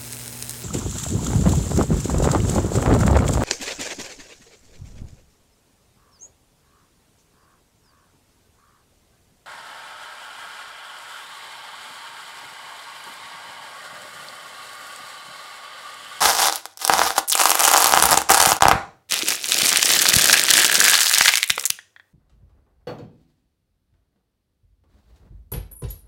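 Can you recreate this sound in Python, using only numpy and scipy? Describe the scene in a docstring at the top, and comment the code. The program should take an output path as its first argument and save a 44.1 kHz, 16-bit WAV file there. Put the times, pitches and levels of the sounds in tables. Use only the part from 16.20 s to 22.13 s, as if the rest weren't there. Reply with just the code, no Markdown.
"""A small room, where painted masking tape is peeled off a stretched canvas in four pulls, then balled up.
The glue lets go in quick uneven slips: each cracks in the tape and tugs the canvas, which sounds like
a small drum. Creases snap as the hands crush the tape, and a fingernail ticks as they withdraw.
The room rings on, and the close microphone overloads on the loudest snaps."""
import sys
import numpy as np
from scipy import signal
from scipy.fft import rfft, irfft
from scipy.io import wavfile
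from scipy.ndimage import uniform_filter1d

SR = 44100
rng = np.random.default_rng(int(sys.argv[2]) if len(sys.argv) > 2 else 0)


def int16_out(signal):
    """Quantize to a 16-bit WAV file."""
    q = np.round(np.clip(np.atleast_2d(signal).T, -1, 1) * 32767)
    wavfile.write(sys.argv[1], SR, q.astype(np.int16))


N = 261491
T = np.arange(N) / SR


def undb(db):
    """Decibels to gain."""
    return 10 ** (np.asarray(db) / 20)


def unit(x):
    """Scale to unit energy along the last axis."""
    return x / np.sqrt(np.sum(x ** 2, axis=-1, keepdims=True) + 1e-18)


def along(points, hz):
    """Read (Hz, value) points on a log-frequency axis."""
    point_hz, value = np.transpose(points)
    return np.interp(np.log(hz + 1), np.log(point_hz), value)


def follow(curves, times, column=1):
    """Ride a fader along dB curves: the gain at each time, silent outside them."""
    return sum(undb(np.interp(times, rows[:, 0], rows[:, column], left=-200, right=-200))
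               for rows in map(np.array, curves))


def ring(x, response):
    """Pass a sound through an impulse response."""
    return signal.fftconvolve(x, response)[:N]


def colour(eq, size=4096):
    """Causal impulse response of an EQ curve."""
    gain = undb(along(eq, np.fft.rfftfreq(size, 1 / SR)))
    cepstrum = irfft(np.log(gain))
    cepstrum[1:size // 2] *= 2
    cepstrum[size // 2 + 1:] = 0
    return irfft(np.exp(rfft(cepstrum)))


def body(modes):
    """Impulse response of damped modes; dB sets the energy of each."""
    t = T[:SR // 4]
    swings = (np.exp(-np.pi * width * t) * np.sin(2 * np.pi * hz * t) for hz, width, _ in modes)
    # the air follows the speed of the surface, so a push leaves no low thump
    return sum(undb(db) * unit(np.diff(swing)) for swing, (_, _, db) in zip(swings, modes))


def place(times, sizes, shapes=np.ones(1)):
    """Lay one shape (by default a pulse) at each time."""
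    waves = sizes[:, None] * shapes
    index = np.maximum(times * SR, 0).astype(int)[:, None] + np.arange(waves.shape[1])
    return np.bincount(index.ravel(), waves.ravel(), N)[:N]


def slips(curves, per_s, scatter_db, column=1, count=6000):
    """Times and sizes of uneven slips, whose short-term power follows the dB curves."""
    times = np.cumsum(rng.gamma(2, 1 / 2, count)) / per_s
    sizes = undb(scatter_db * rng.standard_normal(count))
    times, sizes = times[times < T[-1]], sizes[times < T[-1]]
    power = uniform_filter1d(place(times, sizes ** 2), size=2600)
    levelled = sizes / np.sqrt(power[(times * SR).astype(int)] + 1e-12)
    return times, levelled * follow(curves, times, column)


def pitches(times, centre_hz, octaves):
    """A scattered pitch for each small patch of tape that cracks."""
    return centre_hz * 2 ** (octaves * rng.uniform(-1, 1, len(times)))


def cracks(times, sizes, hz, rise_s, fall_s, q, order=1, size=320):
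    """Fibres give way in a tiny swelling, dying burst and ring a small, damped patch of tape."""
    peak_s = size / 3 / SR
    t = T[:size] - peak_s
    tear = rng.standard_normal((len(hz), size)) * np.exp(np.minimum(t / rise_s, -t / fall_s))
    ratio = 1j * np.fft.rfftfreq(size, 1 / SR) / hz[:, None]
    patch = (ratio / (1 + ratio / q + ratio ** 2)) ** order  # a stiff fold (order 2) has steeper skirts
    return place(times - peak_s, sizes, unit(irfft(rfft(tear) * patch)))


def splinter(times, sizes, hz, count=3, delay_s=.004, small_db=-14.5):
    """Add a few small cracks of about the same pitch to each large one, mostly just after it."""
    chance = rng.standard_normal((len(times), 2, count))
    small_times = times[:, None] + delay_s * (1 + chance[:, 0])
    small_sizes = np.repeat(sizes * undb(small_db), count)
    small_hz = hz[:, None] * 2 ** (0.35 * chance[:, 1])
    return np.append(times, small_times), np.append(sizes, small_sizes), np.append(hz, small_hz)


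# Tone of the quiet room. Each row: frequency in Hz, relative level in dB.
AIR_EQ = [(25, -27.5), (70, 1.5), (98, 14.5), (130, -3), (400, -1.5), (1500, -8), (5000, -15),
          (16000, -18.5)]

def room_tone(level_db=-69.5):
    """A faint, steady bed of air with a low rumble."""
    return undb(level_db) * ring(rng.standard_normal(N), unit(colour(AIR_EQ)))


# How freely the canvas gives under the peeling point. Each row: time in seconds, give in dB.
CANVAS_GIVE = [(0, 4), (0.6, -27), (0.72, 10.5), (1.2, -18.5), (1.66, -6.5), (1.73, 3.5), (1.93, 11.5),
               (2.12, -1), (2.32, -4.5)]

def pull(effort, per_s, scatter_db, centre_hz, crackle_db, tug_db, boom_db, fizz_db):
    """Every slip cracks in the tape, and tugs and heaves the canvas; threads of glue fizz in between."""
    times, sizes = slips(effort, per_s, scatter_db)
    hz = pitches(times, centre_hz, octaves=.8)
    crackle = cracks(times, sizes * undb(crackle_db), hz, rise_s=.00015, fall_s=.00035, q=.9)
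    give_db = np.interp(times, *np.transpose(CANVAS_GIVE))
    tugs = place(times, sizes * undb(tug_db + 0.32 * give_db))  # the rattle follows the give only partly
    heaves = place(times, sizes * undb(boom_db + give_db))
    times, sizes = slips(effort, per_s=1100, scatter_db=3)
    hz = pitches(times, 5500, octaves=1.3)
    fizz = cracks(times, sizes * undb(fizz_db), hz, rise_s=.0002, fall_s=.0003, q=1)
    return np.array([crackle + fizz, tugs, heaves])


# Ring of the stretched cloth. Each row: pitch in Hz, bandwidth in Hz, relative level in dB.
CANVAS_MODES = [(330, 16, -11.5), (373, 70, -13.5), (482.6, 19, -6.5), (614, 90, -7.5), (792, 81, 8),
                (983, 52, 2.5), (1077, 120, -3.5), (1240, 120, -0.5), (1422, 97, -0.5), (1900, 160, -8.5)]

def canvas(kick_hz, kick_width_hz, modes_db, band_hz):
    """Response to a tug: the spot kicks for a cycle or two, then the whole cloth rings."""
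    response = body([(kick_hz, kick_width_hz, 0)]) + undb(modes_db) * unit(body(CANVAS_MODES))
    return unit(signal.sosfilt(signal.butter(2, band_hz, "bandpass", fs=SR, output="sos"), response))


# Accents in the peel. Each row: start in seconds, relative crack level in dB, relative tug level in dB.
GLUE_JERKS = [(0.0162, -27, -12.5), (0.103, -14, -9), (0.2846, -17, -7), (0.297, -17, -10),
              (0.3254, -14, -14), (0.358, -12, -29), (0.4557, -23.5, -20), (0.5739, -25, -35.5),
              (0.65, -6.5, -13.5), (0.6776, -7, -15.5), (0.697, -7, 5.5), (0.7366, -8.5, -1),
              (0.7929, -12, -2), (0.8165, -19.5, 1), (0.9054, -18, -9), (0.9804, -15, -3),
              (1.1245, 0.5, -23), (1.153, -4.5, -8), (1.177, -9.5, -14.5), (1.199, -11, -8.5),
              (1.2145, -6.5, -3.5), (1.256, -1, -0.5), (1.305, 0, -14.5), (1.3168, -6, -5.5),
              (1.3753, -18.5, -20), (1.4156, -18.5, -9), (1.4507, -0.5, -10), (1.547, -17, -0.5),
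              (1.561, -20, -2), (1.6208, -5, -17), (1.6703, 0, -15), (1.7376, -5, 2.5), (1.7741, -9.5, 2.5),
              (1.8246, 4.5, -5.5), (1.8563, 4.5, -25), (1.9103, 1, -25), (1.9295, -5.5, 0.5),
              (1.9762, -2, -3.5), (2.102, -19, -2), (2.1446, 0, -1), (2.2256, -2, -5), (2.268, -28, -5),
              (2.3192, -4.5, 1), (2.408, -18.5, -14), (2.4228, -1, 7), (2.4343, -9.5, -0.5),
              (2.4543, -11.5, 4.5), (2.4681, -17.5, 0), (2.4836, -2, 6), (2.495, -22.5, -9),
              (2.5135, -5, 9)]

def jerks(crack_gain_db=16, tug_gain_db=14, centre_hz=6200, db_per_octave=15.5):
    """The glue lets go with a jerk; a harder tug on the canvas frees a larger patch and cracks lower."""
    times, crack_db, tug_db = np.transpose(GLUE_JERKS)
    hz = centre_hz * 2 ** ((crack_db - tug_db) / db_per_octave)
    snaps = cracks(*splinter(times, undb(crack_db + crack_gain_db), hz), rise_s=.0002, fall_s=.0005, q=.9)
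    return snaps, place(times, undb(tug_db + tug_gain_db))


# Pulls along the frame and across the middle, one curve a pull. Each row: time in seconds, effort in dB.
EDGE_EFFORT = [
    [(0.005, -24), (0.05, -14.5), (0.15, -25), (0.21, -18), (0.27, -17), (0.31, -36.5), (0.36, -30),
     (0.43, -58), (0.54, -56.5)],
    [(0.59, -44), (0.62, -28.5), (0.68, -36), (0.73, -25.5), (0.88, -23.5), (0.95, -41), (0.985, -15.5),
     (1.02, -54)],
]
MIDDLE_EFFORT = [
    [(1.09, -50.5), (1.21, -19), (1.37, -23), (1.43, -16.5), (1.64, -17.5), (1.74, -22), (1.94, -20.5),
     (2.03, -32.5)],
    [(2.088, -32), (2.099, -10.5), (2.15, -21), (2.21, -16.5), (2.31, -19.5), (2.37, -36)],
]
# Tone of the tape in those two places. Each row: frequency in Hz, gain in dB.
EDGE_EQ = [(250, -29.5), (600, -14), (1100, -1), (1900, -1), (2600, -0.5), (3600, 3), (4200, 1),
           (5300, 4.5), (7500, 0), (11000, 0.5), (15500, -6)]
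MIDDLE_EQ = [(300, -27.5), (1000, 19), (1900, 2), (2600, 2.5), (4000, -1), (5300, 0), (7500, 0),
             (11000, -2), (15500, -8.5)]
# Low boom of the canvas. Each row: pitch in Hz, bandwidth in Hz, relative level in dB.
DRUM_MODES = [(72.5, 18, 5.5), (96.6, 27, -8.5), (160, 63, 4.5), (218, 36, -10), (292, 15, -16.5)]

def peel(middle_from_s=1.075):
    """Two dull, rasping pulls along the frame, then two crisp ones across the slack, booming middle."""
    edge = pull(EDGE_EFFORT, per_s=450, scatter_db=3.5, centre_hz=5700,
                crackle_db=-3, tug_db=-0.2, boom_db=-22, fizz_db=-5.5)
    middle = pull(MIDDLE_EFFORT, per_s=390, scatter_db=7.5, centre_hz=8500,
                  crackle_db=2.4, tug_db=-0.25, boom_db=-20.5, fizz_db=-6.5)
    tape, tugs, heaves = edge + middle
    snaps, hard_tugs = jerks()
    tape, tugs = tape + snaps, tugs + hard_tugs
    at_edge = T < middle_from_s
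    crackle = ring(tape * at_edge, colour(EDGE_EQ)) + ring(tape * ~at_edge, colour(MIDDLE_EQ))
    # next to the frame the cloth is tight: it rings more and has less low end
    tight = canvas(kick_hz=880, kick_width_hz=280, modes_db=4.5, band_hz=(380, 2180))
    slack = canvas(kick_hz=854, kick_width_hz=310, modes_db=1.5, band_hz=(350, 1800))
    cloth = ring(tugs * at_edge, tight) + ring(tugs * ~at_edge, slack)
    boom = ring(heaves, unit(body(DRUM_MODES)))
    return crackle + cloth + boom


# The zip of a fresh end of tape. Each row: time in seconds, pitch in Hz, level in dB.
LIFT_ZIP = [(1.075, 11200, -18), (1.095, 9200, -17.5), (1.115, 5650, -19), (1.128, 3680, -23),
            (1.142, 2900, -19), (1.16, 2370, -29)]

def lift():
    """The short, taut end rings at each slip; its note falls as the free length grows."""
    times, sizes = slips([LIFT_ZIP], per_s=310, scatter_db=4, column=2)
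    glide_s, glide_hz, _ = np.transpose(LIFT_ZIP)
    return cracks(times, sizes, np.interp(times, glide_s, glide_hz), rise_s=.00004, fall_s=.0001, q=6)


# Handling thuds. Each row: start in seconds, envelope peak in dB, pitch in Hz.
HAND_BUMPS = [(2.271, -19, 171), (2.327, -23, 120), (2.422, -18, 126.3), (2.46, -13, 92), (2.486, -17, 136),
              (2.53, -14, 83), (2.553, -14, 132), (3.032, -22, 330), (3.43, -21.5, 222), (3.939, -22, 168),
              (3.964, -10, 125), (5.305, -28, 132), (5.377, -24, 522), (5.505, -39, 128)]

def bumps(rise_s=0.0018):
    """Soft contact of hand and tape: a brief, low swell."""
    times, db, hz = np.transpose(HAND_BUMPS)
    t = T[:SR // 8]
    swell = t / rise_s * np.exp(1 - t / rise_s)
    return place(times, undb(db), swell * np.sin(2 * np.pi * hz[:, None] * t))


# How hard the hands squeeze. Each row: time in seconds, effort in dB.
SQUEEZE_EFFORT = [(2.89, -46), (2.925, -22.5), (3.05, -29.5), (3.1, -18.5), (3.2, -37), (3.3, -24),
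                  (3.47, -17), (3.61, -22.5), (3.71, -15.5), (3.82, -19.5), (4.12, -15), (4.27, -23),
                  (4.36, -14), (4.49, -20), (4.66, -14.5), (4.8, -18), (5.08, -19), (5.25, -39.5)]
# Large creases buckling. Each row: start in seconds, relative level in dB, pitch in Hz.
CREASE_SNAPS = [(2.911, -13, 5830), (2.9226, -5.5, 5000), (3.0843, -14, 5070), (3.105, -10, 4300),
                (3.243, -13.5, 4470), (3.3203, -4, 3830), (3.5717, -1, 6400), (3.6294, -2, 3500),
                (3.8191, -4.5, 7100), (3.8555, -7.5, 2300), (3.8888, 0, 5740), (3.94, -2, 5800),
                (3.963, -2, 5800), (4.0574, -8, 6300), (4.1302, 3.5, 4800), (4.2848, -8.5, 3900),
                (4.3053, 1, 5700), (4.311, 0, 5830), (4.4465, -1.5, 3900), (4.555, -2, 4940),
                (4.662, -8.5, 3440), (4.7415, -7, 4530), (4.8328, -6.5, 6000), (4.9395, -3.5, 3480),
                (4.9842, -2, 6000), (5.0105, -1, 1940), (5.059, -4, 2450), (5.0811, 1, 3140),
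                (5.0901, -6, 2400), (5.1383, -9, 2570), (5.156, -5, 5070), (5.173, -8, 5100),
                (5.1803, -10, 3400), (5.2302, -4.5, 3760), (5.2976, -17, 8500), (5.3032, 0.5, 3600),
                (5.38, -13, 2000), (5.3968, -15, 5900), (5.411, -20, 5700), (5.44, -20, 2000),
                (5.4549, -4.5, 9100), (5.4608, -8.5, 7000), (5.5036, -3.5, 5700)]
# The ball creaks as it is let go. Each row: time in seconds, level in dB.
RELEASE_CREAK = [(5.2, -31), (5.36, -40.5), (5.47, -38), (5.55, -62)]
# Tone of the wad of tape. Each row: frequency in Hz, gain in dB.
WAD_EQ = [(50, -18), (200, -5), (700, 5), (1200, 2.5), (1650, 3), (2100, 0), (3300, 1.5), (5500, 1.5),
          (9000, 1.5), (15500, -3)]

def crumple(coarse_db=-3, fine_db=-3.5, crease_db=14):
    """Creases buckle over a bed of coarse and fine crackle, then the ball creaks as it relaxes."""
    times, sizes = slips([SQUEEZE_EFFORT], per_s=220, scatter_db=6.5)
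    hz = pitches(times, 6430, octaves=1.34)
    coarse = cracks(times, sizes * undb(coarse_db), hz, rise_s=.0003, fall_s=.0006, q=1.6)
    times, sizes = slips([SQUEEZE_EFFORT], per_s=800, scatter_db=5)
    hz = pitches(times, 4120, octaves=1.08)
    fine = cracks(times, sizes * undb(fine_db), hz, rise_s=.0006, fall_s=.0008, q=1.6)
    times, sizes = slips([RELEASE_CREAK], per_s=150, scatter_db=7)
    hz = pitches(times, 9300, octaves=.48)
    creak = cracks(times, sizes, hz, rise_s=.00023, fall_s=.00035, q=1.9)
    times, db, hz = np.transpose(CREASE_SNAPS)
    snaps = cracks(*splinter(times, undb(db + crease_db), hz), rise_s=.0004, fall_s=.0007, q=.55, order=2)
    return ring(coarse + fine + creak + snaps, colour(WAD_EQ))


# Muffled tone of the palms. Each row: frequency in Hz, relative level in dB.
PALM_EQ = [(40, -19), (100, -2.5), (190, 5.5), (400, 8), (700, 9), (1300, -19.5), (4000, -25)]

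def palm_rub(gain_db=-17.5, balled_s=4.603, fade_db_per_s=84):
    """The squeezed wad rubs dully in the palms, fading once it is a tight ball."""
    times, sizes = slips([SQUEEZE_EFFORT], per_s=400, scatter_db=6)
    fader = undb(gain_db - fade_db_per_s * np.maximum(times - balled_s, 0))
    rubs = place(times, sizes * fader * rng.choice([-1, 1], len(times)))
    return ring(rubs, unit(colour(PALM_EQ)))


# The hollow between the closing hands. Each row: time in seconds, resonance in Hz, mix level in dB.
HAND_HOLLOW = [(2.9, 2470, -3), (3.4, 2420, -2.5), (3.8, 1680, -5.5), (4.3, 1700, 4), (4.7, 1610, 3.5),
               (4.95, 1760, -6), (5.12, 2200, 8), (5.35, 2130, -1), (5.55, 1800, 1.5)]

def cupped(x, width_hz=360):
    """Add the ring of the air held between the palms, whose pitch glides."""
    glide_s, glide_hz, _ = np.transpose(HAND_HOLLOW)
    carrier = np.exp(2j * np.pi * np.cumsum(np.interp(T, glide_s, glide_hz)) / SR)
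    pole = np.exp(-np.pi * width_hz / SR)
    # shift down, smooth, shift back up: a sweeping band-pass
    hollow = 2 * np.real(carrier * signal.lfilter([1 - pole], [1, -pole], x / carrier))
    return x + follow([HAND_HOLLOW], T, column=2) * hollow


# Light fingernail taps. Each row: start in seconds, peak level in dB.
NAIL_TAPS = [(5.589, -27), (5.763, -33.5), (5.798, -34.5)]
# Ring of a tap. Each row: pitch in Hz, bandwidth in Hz, relative level in dB.
NAIL_MODES = [(1080, 170, -14), (1717, 55, 6), (1800, 68, 6), (3290, 120, 2), (4020, 720, -29.5)]

def taps(lowpass_hz=3000, scuff_s=0.008, scuff_db=-3):
    """A fingernail ticks and scuffs lightly as the hands withdraw."""
    times, db = np.transpose(NAIL_TAPS)
    t = T[:SR // 20]
    scuff = unit(rng.standard_normal(len(t)) * np.exp(-t / scuff_s))
    touch = (t == 0) + undb(scuff_db) * scuff
    soften = signal.butter(2, lowpass_hz, fs=SR, output="sos")
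    tick = signal.sosfilt(soften, ring(touch, body(NAIL_MODES)))
    return place(times, undb(db), tick / np.abs(tick).max())


# Reverb length. Each row: frequency in Hz, seconds to fall by 60 dB.
ROOM_DECAY = [(100, 0.58), (900, 0.34), (3000, 0.34), (7000, 0.39), (15000, 0.15)]
# Tone of the reflections. Each row: frequency in Hz, gain in dB.
WALL_EQ = [(60, -13.5), (300, -3), (900, -4.5), (1800, -3), (3500, -4), (6000, -9.5), (10000, -7.5),
           (16000, -3)]

def reverb(x, wet_db=-7, build_s=0.00067):
    """A small room: echoes build within a few milliseconds, and the top end dies first."""
    t = T[:SR * 3 // 5]
    hz, frame_s, noise = signal.stft(rng.standard_normal(len(t)), SR)
    decay = np.exp(-np.log(1000) * frame_s / along(ROOM_DECAY, hz)[:, None])
    tail = signal.istft(noise * decay, SR)[1][:len(t)]
    tail = unit(tail * (1 - np.exp(-t / build_s)))
    return undb(wet_db) * ring(ring(x, tail), colour(WALL_EQ))


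# The level dips briefly, twice. Each row: centre in seconds, depth in dB, half width in seconds.
LEVEL_DIPS = [(1.071, -7.5, 0.021), (2.397, -23, 0.0059)]

def scene():
    """Mix peeling, crumpling and handling with their reverb, over the room tone."""
    peeling = peel() + lift()
    hands = cupped(crumple()) + palm_rub() + taps()
    thuds = bumps()
    # the wad is held nearer the microphone than the canvas lies, so it gets less reverb
    echoes = reverb(peeling + thuds + undb(-3.5) * hands)
    dips = undb(sum(db * np.exp(-((T - centre) / width) ** 2) for centre, db, width in LEVEL_DIPS))
    return ((peeling + hands + thuds + echoes) * dips + room_tone())[None]


def record(dry, low_hz=46, top_hz=16000):
    """The loudest snaps clip at full scale; the deepest rumble and the very top are cut."""
    low_cut = signal.butter(2, low_hz, "highpass", fs=SR, output="sos")
    high_cut = signal.ellip(10, .1, 70, top_hz, fs=SR, output="sos")
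    return signal.sosfilt(high_cut, signal.sosfilt(low_cut, np.clip(dry, -1, 1)))


dry = scene()
out = record(dry)
int16_out(out)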